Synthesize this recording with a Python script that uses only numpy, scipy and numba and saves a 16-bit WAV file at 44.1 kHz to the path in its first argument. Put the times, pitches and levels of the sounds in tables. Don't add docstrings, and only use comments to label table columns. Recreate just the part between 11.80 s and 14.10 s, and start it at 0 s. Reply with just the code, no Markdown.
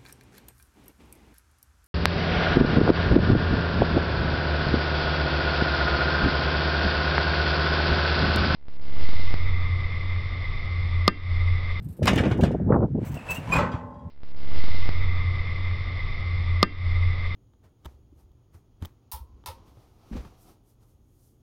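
import sys
import numpy as np
from scipy import signal
from scipy.fft import rfft, irfft
from scipy.io import wavfile
from scipy.ndimage import uniform_filter1d
from numba import njit

SR = 44100
rng = np.random.default_rng(int(sys.argv[2]) if len(sys.argv) > 2 else 0)


def output_pcm(signal):
    pcm = np.clip(np.atleast_2d(signal).T, -1, 1) * 32767
    wavfile.write(sys.argv[1], SR, np.round(pcm).astype(np.int16))


N = 101429
FFT_SIZE = 2 ** 17

# t/s, level/dB, treble gain/dB, chatter decay/s
GATE_BLOWS = [(1.724, -24.5, -9, 0.0051), (1.738, -23, 6.5, 0.0074), (1.754, -21.5, -2, 0.013),
              (1.768, -23.5, -4, 0.0078), (1.778, -23.5, -5, 0.005), (1.788, -21, -3, 0.0047),
              (1.805, -24.5, -25, 0.017), (1.858, -33.5, -26, 0.015), (1.925, -36, 0.5, 0.022)]
BAR_BLOWS = [(.228, -35, 5, 0.016), (.257, -27.5, -2.5, 0.0014), (.271, -21, 4.5, 0.0047),
             (.277, -13.5, -7.5, 0.0025), (.288, -40, -0.5, 0.0021), (.332, -34, 2.5, .002),
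             (.357, -28, -5, 0.018), (.377, -25, -7.5, 0.0038), (.384, -22, -14.5, 0.002),
             (.408, -42, 4.5, 0.006), (.436, -30, -24, 0.029), (.454, -34, -14, 0.016),
             (.478, -45.5, -2.5, 0.011), (.503, -44.5, -6, 0.0027), (.511, -30, -11.5, 0.0062),
             (.529, -44.5, -2, 0.007), (.574, -57.5, 13, .005), (.61, -39, 6, 0.009),
             (.625, -41, -1, 0.0062), (.635, -30, 2, 0.0017), (.652, -34, -26, .006),
             (.714, -51.5, 5, .003)]
# f/Hz, relative density/dB
FRAME_SPECTRUM = [(25, -27), (70, 8), (170, 7), (330, -7.5), (560, -2.5), (720, -10), (1050, -0.5),
                  (1600, -10.5), (2500, -16.5), (4000, -30.5), (8000, -39), (16000, -82)]
BAR_SPECTRUM = [(60, -26), (200, 2), (550, 4), (900, 2), (1200, 0.5), (1800, 0.5), (3100, -3.5),
                (4300, -15.5), (6000, -17.5), (9000, -22), (16000, -34)]
CHAIN_SPECTRUM = [(1500, -10.5), (4000, -4.5), (6500, -9.5), (8500, 2), (11000, -1), (14000, 5),
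                  (16000, -12.5)]
CLICK_SPECTRUM = [(1500, -1), (3500, 0), (7000, 0.5), (11000, -3.5), (16000, -5.5)]
# f/Hz, T60/s
FRAME_DECAY = [(100, 1.25), (1000, 1.4), (2000, 0.32), (4000, 0.62), (16000, 0.23)]
BAR_DECAY = [(200, 1), (1500, 1), (3000, 0.32), (6000, 0.43), (16000, 0.16)]
# f/Hz, relative level/dB, T60/s
FRAME_PARTIALS = [(168, 5.5, .7), (250.4, 7.5, 1.41), (498, -7, 1.5), (576, -7.5, 3.3), (827, 0, 1.5),
                  (841, -5.5, 0.3), (887.3, 5, 1.2), (1040, 1, 1.6), (1073, -2, 1.8), (1100, -13, .6),
                  (1280, -8.5, 0.23), (1327, -9, 0.92), (1292, 7, .5), (1528, 6.5, 0.52)]
BAR_PARTIALS = [(890, -5, .45), (1234, -4, .55), (1523, -5, .55), (1794, -2, .5), (1870, -3, .5),
                (2083, -4, .5), (2272, -2, .5), (2493, -2, .35), (2842, 2, .3), (2992, 0, .3),
                (3283, -1, .25), (3622, -1, .28)]
LATCH_PARTIALS = [(3283, -3, 0.24), (3850, -13, 0.23), (4840, -2.5, 0.064), (5900, -13, 0.12),
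                  (7200, -13.5, 0.12)]
# t/s, length/s, f/Hz, level/dB, roughness/0-1
GATE_SQUEAKS = [(1.335, .13, 2630, -54, .8), (1.474, .048, 2638, -29, .25), (1.478, .024, 985, -41, .8),
                (1.51, .03, 2570, -36, .9), (1.543, .03, 2790, -37, .3), (1.655, .04, 1000, -45, .9),
                (1.684, .06, 1005, -35, .8), (1.709, .027, 2478, -18.5, .35),
                (1.742, .022, 2466, -20.5, .5)]
# harmonic number, level/dB re fundamental
SQUEAK_OVERTONES = [(2, -31), (3, -23), (4, -33), (6, -32)]
# t/s, level/dB
SLIDE_ENVELOPE = [(1.12, -82.5), (1.2, -56), (1.26, -41), (1.3, -48), (1.37, -41.5), (1.45, -41.5),
                  (1.5, -33.5), (1.6, -40), (1.67, -40), (1.72, -32), (1.8, -36), (1.9, -82)]
# t/s, level/dB, length/s
HISS_SPURTS = [(1.249, -51.5, 0.039), (1.315, -56, 0.011), (1.344, -51.5, 0.0046), (1.504, -36.5, 0.01),
               (1.544, -43, 0.01)]
# f/Hz, relative density/dB
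SCRAPE_SPECTRUM = [(150, 14), (350, -1.5), (520, 6), (700, 4.5), (980, 3.5), (1300, -1.5), (2000, -3),
                   (2650, -5.5), (3500, -14.5), (5000, -20), (9000, -24.5), (16000, -35)]
HISS_SPECTRUM = [(2500, 5.5), (5400, -1), (6200, 9.5), (6900, 3), (7700, 11), (8500, 2.5), (10000, 1.5),
                 (13500, 3.5), (15000, 11), (16000, 6)]
# t/s, level/dB
LATCH_TICKS = [(1.918, -50.5), (2.105, -78), (2.143, -71.5), (2.193, -72)]
CHAIN_JINGLES = [(.025, -63.5), (.045, -61), (.086, -58.5), (.104, -61.5), (.126, -60), (.168, -60),
                 (.88, -75), (.953, -68)]
EDGE_CLICKS = [(.257, -24.5), (.354, -38), (.360, -28.5), (.503, -49), (.610, -40), (1.343, -38.5),
               (1.737, -53)]
# t/s, relative level/dB, nominal cutoff/Hz
WIND_GUSTS = [(0, -32, 205), (.04, -31.5, 182), (.11, -35, 198), (.17, -54.5, 217), (.23, -20.5, 550),
              (.45, -27, 714), (.52, -25.5, 607), (.64, -23.5, 700), (.78, -28, 370), (.87, -27, 423),
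              (.93, -21, 1200), (.975, -25, 1000), (.995, -23, 560), (1.025, -21, 710), (1.065, -31.5, 620),
              (1.095, -38, 320), (1.13, -27, 293), (1.18, -26, 420), (1.24, -30.5, 330),
              (1.275, -37.5, 224), (1.34, -27, 248), (1.41, -60, 264), (1.58, -43.5, 224),
              (1.66, -31.5, 173), (1.78, -24.5, 149), (1.88, -46, 210), (2.2, -43.5, 156), (2.27, -30, 130),
              (2.3, -56, 126)]
# t/s, peak level/dB, cutoff/Hz
EDDY_THUMPS = [(.192, -25, 550), (0.221, -16.5, 675), (0.332, -9, 670), (0.405, -14.5, 600),
               (0.459, -11.5, 650), (0.595, -13, 690), (.623, -9.5, 300), (0.637, -6, 760),
               (0.707, -15, 730), (0.746, -12.5, 694), (0.8, -19, 600), (.864, -19, 500), (0.904, -6, 620),
               (0.922, -13, 1600), (.942, -14.5, 1500), (0.96, -8, 980), (0.963, -20.5, 1300),
               (1.005, -21, 1100), (1.022, -16.5, 1020), (1.045, -27, 1110), (1.153, -20.5, 750),
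               (1.216, -23, 514), (1.302, -23, 195), (1.339, -26, 300), (1.367, -26, 644),
               (1.582, -21.5, 244), (1.939, -21, 240)]
# f/Hz, relative density/dB
WIND_SPECTRUM = [(25, -37.5), (45, -8.5), (75, 1), (140, 1.5), (260, -3), (550, -9.5), (1200, -14),
                 (4000, -36.5)]
YARD_SPECTRUM = [(25, -17), (55, -2.5), (200, 2), (600, -18.5), (1500, -28), (3000, -38.5), (8000, -50.5),
                 (16000, -59.5)]


def gate():
    return strike(GATE_BLOWS, FRAME_SPECTRUM, FRAME_DECAY, FRAME_PARTIALS,
                  crack_t60_s=0.23, tail_db=-15, mode_db=-13.5, treble_hz=3860, bounce=1.42)


def bars():
    return strike(BAR_BLOWS, BAR_SPECTRUM, BAR_DECAY, BAR_PARTIALS,
                  crack_t60_s=0.097, tail_db=-20, mode_db=-17, treble_hz=4800, bounce=1.3)


def strike(blows, spectrum, decay, modes, crack_t60_s, tail_db, mode_db, treble_hz, bounce):
    t, hz = clock()[:SR // 10], np.fft.rfftfreq(FFT_SIZE, 1 / SR)
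    dense = rfft(noise(spectrum), FFT_SIZE)
    octaves = []
    for low_hz in 32 * 2. ** np.arange(10):
        band = irfft(dense * (hz >= low_hz) * (hz < 2 * low_hz))[:N]
        tail = undb(tail_db) * fade(at_hz(decay, low_hz * np.sqrt(2)))
        octaves.append((band, fade(crack_t60_s) + tail))
    out = undb(mode_db) * driven_modes(blows, modes)
    for start_s, db, treble_db, chatter_s in blows:
        spot = rng.integers(N)
        body = sum(np.roll(band, spot) * envelope for band, envelope in octaves)
        contact = rng.laplace(size=len(t)) * np.exp(-t / chatter_s)
        contact *= bounce / np.linalg.norm(contact)
        contact[0] += 1
        contact /= np.linalg.norm(contact)
        force = cut(contact, treble_hz, "low") - undb(treble_db) * cut(contact, treble_hz, "high")
        add(out, start_s, undb(db) * signal.fftconvolve(force, body)[:N])
    return out


def driven_modes(blows, modes, rise_s=0.004):
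    energy, t = np.zeros(N), clock()
    for start_s, db, _, _ in blows:
        add(energy, start_s, np.array([undb(db) ** 2]))
    energy = np.maximum(uniform_filter1d(energy, int(rise_s * SR)), 0)
    out = 0
    for hz, db, t60_s in modes:
        retention = undb(-120 / (t60_s * SR))
        stored = signal.lfilter([1], [1, -retention], energy)
        out += undb(db) * np.sqrt(stored) * np.sin(2 * np.pi * (hz * t + rng.random()))
    return out / modes_rms(modes)


def squeaks(attack_s=0.023, release_s=0.011, wobble=0.026, rasp_db=6, flutter_db=5.5,
            echo_db=-12, echo_t60_s=0.28):
    out, t = np.zeros(N), clock()
    for start_s, length_s, hz, db, rough in GATE_SQUEAKS:
        phase = 2 * np.pi * np.cumsum(hz * (1 + wobble * rough * walk(500))) / SR
        overtones = sum(undb(level_db) * np.sin(k * phase) for k, level_db in SQUEAK_OVERTONES)
        tone = np.sin(phase) + undb(rasp_db * rough) * overtones
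        flutter = undb(flutter_db * rough * walk(250))
        envelope = np.minimum(t / attack_s, 1) ** 2 * np.exp(-np.maximum(t - length_s, 0) / release_s)
        add(out, start_s, undb(db) * envelope * unit(tone * flutter))
    echo = rng.standard_normal(N) * fade(echo_t60_s)
    return out + undb(echo_db) * signal.fftconvolve(out, echo / np.linalg.norm(echo))[:N]


def slide(grain_db=2.3, uneven_db=0.5, attack_s=0.0018, release_s=0.019):
    t = clock()
    grains = rng.standard_normal(N) * undb(grain_db * rng.exponential(size=N))
    moving = (t > SLIDE_ENVELOPE[0][0]) & (t < SLIDE_ENVELOPE[-1][0])
    out = colour(grains, SCRAPE_SPECTRUM) * undb(curve(SLIDE_ENVELOPE) + uneven_db * walk(60)) * moving
    hiss = noise(HISS_SPECTRUM)
    for start_s, db, length_s in HISS_SPURTS:
        attack = np.clip((t - start_s) / attack_s, 0, 1)
        release = np.exp(-np.maximum(t - start_s - length_s, 0) / release_s)
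        out += undb(db) * hiss * attack * release
    return out


def latch(crack_db=-2, crack_t60_s=0.15):
    out, t = np.zeros(N), clock()
    for start_s, db in LATCH_TICKS:
        ring = sum(undb(mode_db) * np.sin(2 * np.pi * (hz * t + rng.random())) * fade(t60_s)
                   for hz, mode_db, t60_s in LATCH_PARTIALS)
        crack = undb(crack_db) * noise(BAR_SPECTRUM) * fade(crack_t60_s)
        add(out, start_s, undb(db) * (ring / modes_rms(LATCH_PARTIALS) + crack))
    return out


def taps(contacts, spectrum, t60_s):
    out, cluster = np.zeros(N), noise(spectrum)
    for start_s, db in contacts:
        add(out, start_s, undb(db) * np.roll(cluster, rng.integers(N)) * fade(t60_s))
    return out


def wind(gain_db=4.5, eddy_rate_hz=75, eddy_db=2, cutoff_swing=0.26):
    eddy = 2 * np.tanh(walk(eddy_rate_hz) / 2)
    cutoff_hz = np.clip(curve(WIND_GUSTS, column=2) * np.exp(cutoff_swing * eddy), 50, 5000)
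    turbulence = lowpass(lowpass(noise(WIND_SPECTRUM), cutoff_hz), cutoff_hz)
    return turbulence * undb(curve(WIND_GUSTS) + gain_db + eddy_db * eddy)


def buffets(relax_s=0.0039, wake_gain=0.354, wake_s=0.0055, low_hz=100, top_hz=2200):
    out, t = np.zeros(N), clock()[:SR // 10]
    for start_s, db, cutoff_hz in EDDY_THUMPS:
        swirl = cut(cut(rng.standard_normal(len(t)), cutoff_hz, "low"), cutoff_hz / 3, "high")
        pressure = np.exp(-t / relax_s) + wake_gain * unit(swirl) * np.exp(-t / wake_s)
        pulse = cut(cut(pressure, cutoff_hz, "low", order=5), low_hz, "high", order=3)
        add(out, start_s, -undb(db) * pulse / np.abs(pulse).max())
    return cut(out, top_hz, "low", order=6)


def yard(level_db=-50.5):
    return undb(level_db) * noise(YARD_SPECTRUM)


def undb(db):
    return 10 ** (np.asarray(db) / 20)


def unit(x):
    return x / np.sqrt(np.mean(x ** 2))


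def modes_rms(modes):
    return np.sqrt(sum(undb(db) ** 2 for _, db, _ in modes) / 2)


def clock():
    return np.arange(N) / SR


def curve(rows, column=1):
    rows = np.array(rows, float)
    return np.interp(clock(), rows[:, 0], rows[:, column])


def at_hz(rows, hz):
    rows = np.array(rows, float)
    return np.interp(np.log(np.maximum(hz, 1)), np.log(rows[:, 0]), rows[:, 1])


def colour(x, spectrum):
    gain = undb(at_hz(spectrum, np.fft.rfftfreq(FFT_SIZE, 1 / SR)))
    return unit(irfft(rfft(x, FFT_SIZE) * gain)[:N])


def noise(spectrum):
    return colour(rng.standard_normal(N), spectrum)


def walk(rate_hz):
    hold = int(SR / rate_hz)
    steps = np.repeat(rng.standard_normal(N)[:N // hold + 1], hold)
    return unit(uniform_filter1d(steps, hold)[:N])


def fade(t60_s):
    return undb(-60 * clock() / t60_s)


def add(out, start_s, x):
    i = int(start_s * SR)
    out[i:i + len(x)] += x[:N - i]


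def cut(x, hz, kind, order=2):
    return signal.sosfilt(signal.butter(order, hz, kind, fs=SR, output="sos"), x)


@njit
def lowpass(x, cutoff_hz):
    y, band_state, low_state = np.empty(len(x)), 0., 0.
    for i in range(len(x)):
        g = np.tan(np.pi * cutoff_hz[i] / SR)
        band = (band_state + g * (x[i] - low_state)) / (1 + g * (g + 1.5))
        y[i] = low_state + g * band
        band_state, low_state = 2 * band - band_state, 2 * y[i] - low_state
    return y


def scene():
    ticks = latch()
    chain = taps(CHAIN_JINGLES, CHAIN_SPECTRUM, t60_s=0.14)
    clicks = taps(EDGE_CLICKS, CLICK_SPECTRUM, t60_s=0.0072)
    chute = bars() + gate() + slide() + squeaks() + ticks + chain + clicks
    return (chute + wind() + buffets() + yard())[None]


def record(dry):
    top_cut = signal.ellip(10, 0.2, 80, 15900, fs=SR, output="sos")
    return signal.sosfilt(top_cut, cut(dry, 32, "high", order=3))


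dry = scene()
out = record(dry)
output_pcm(out)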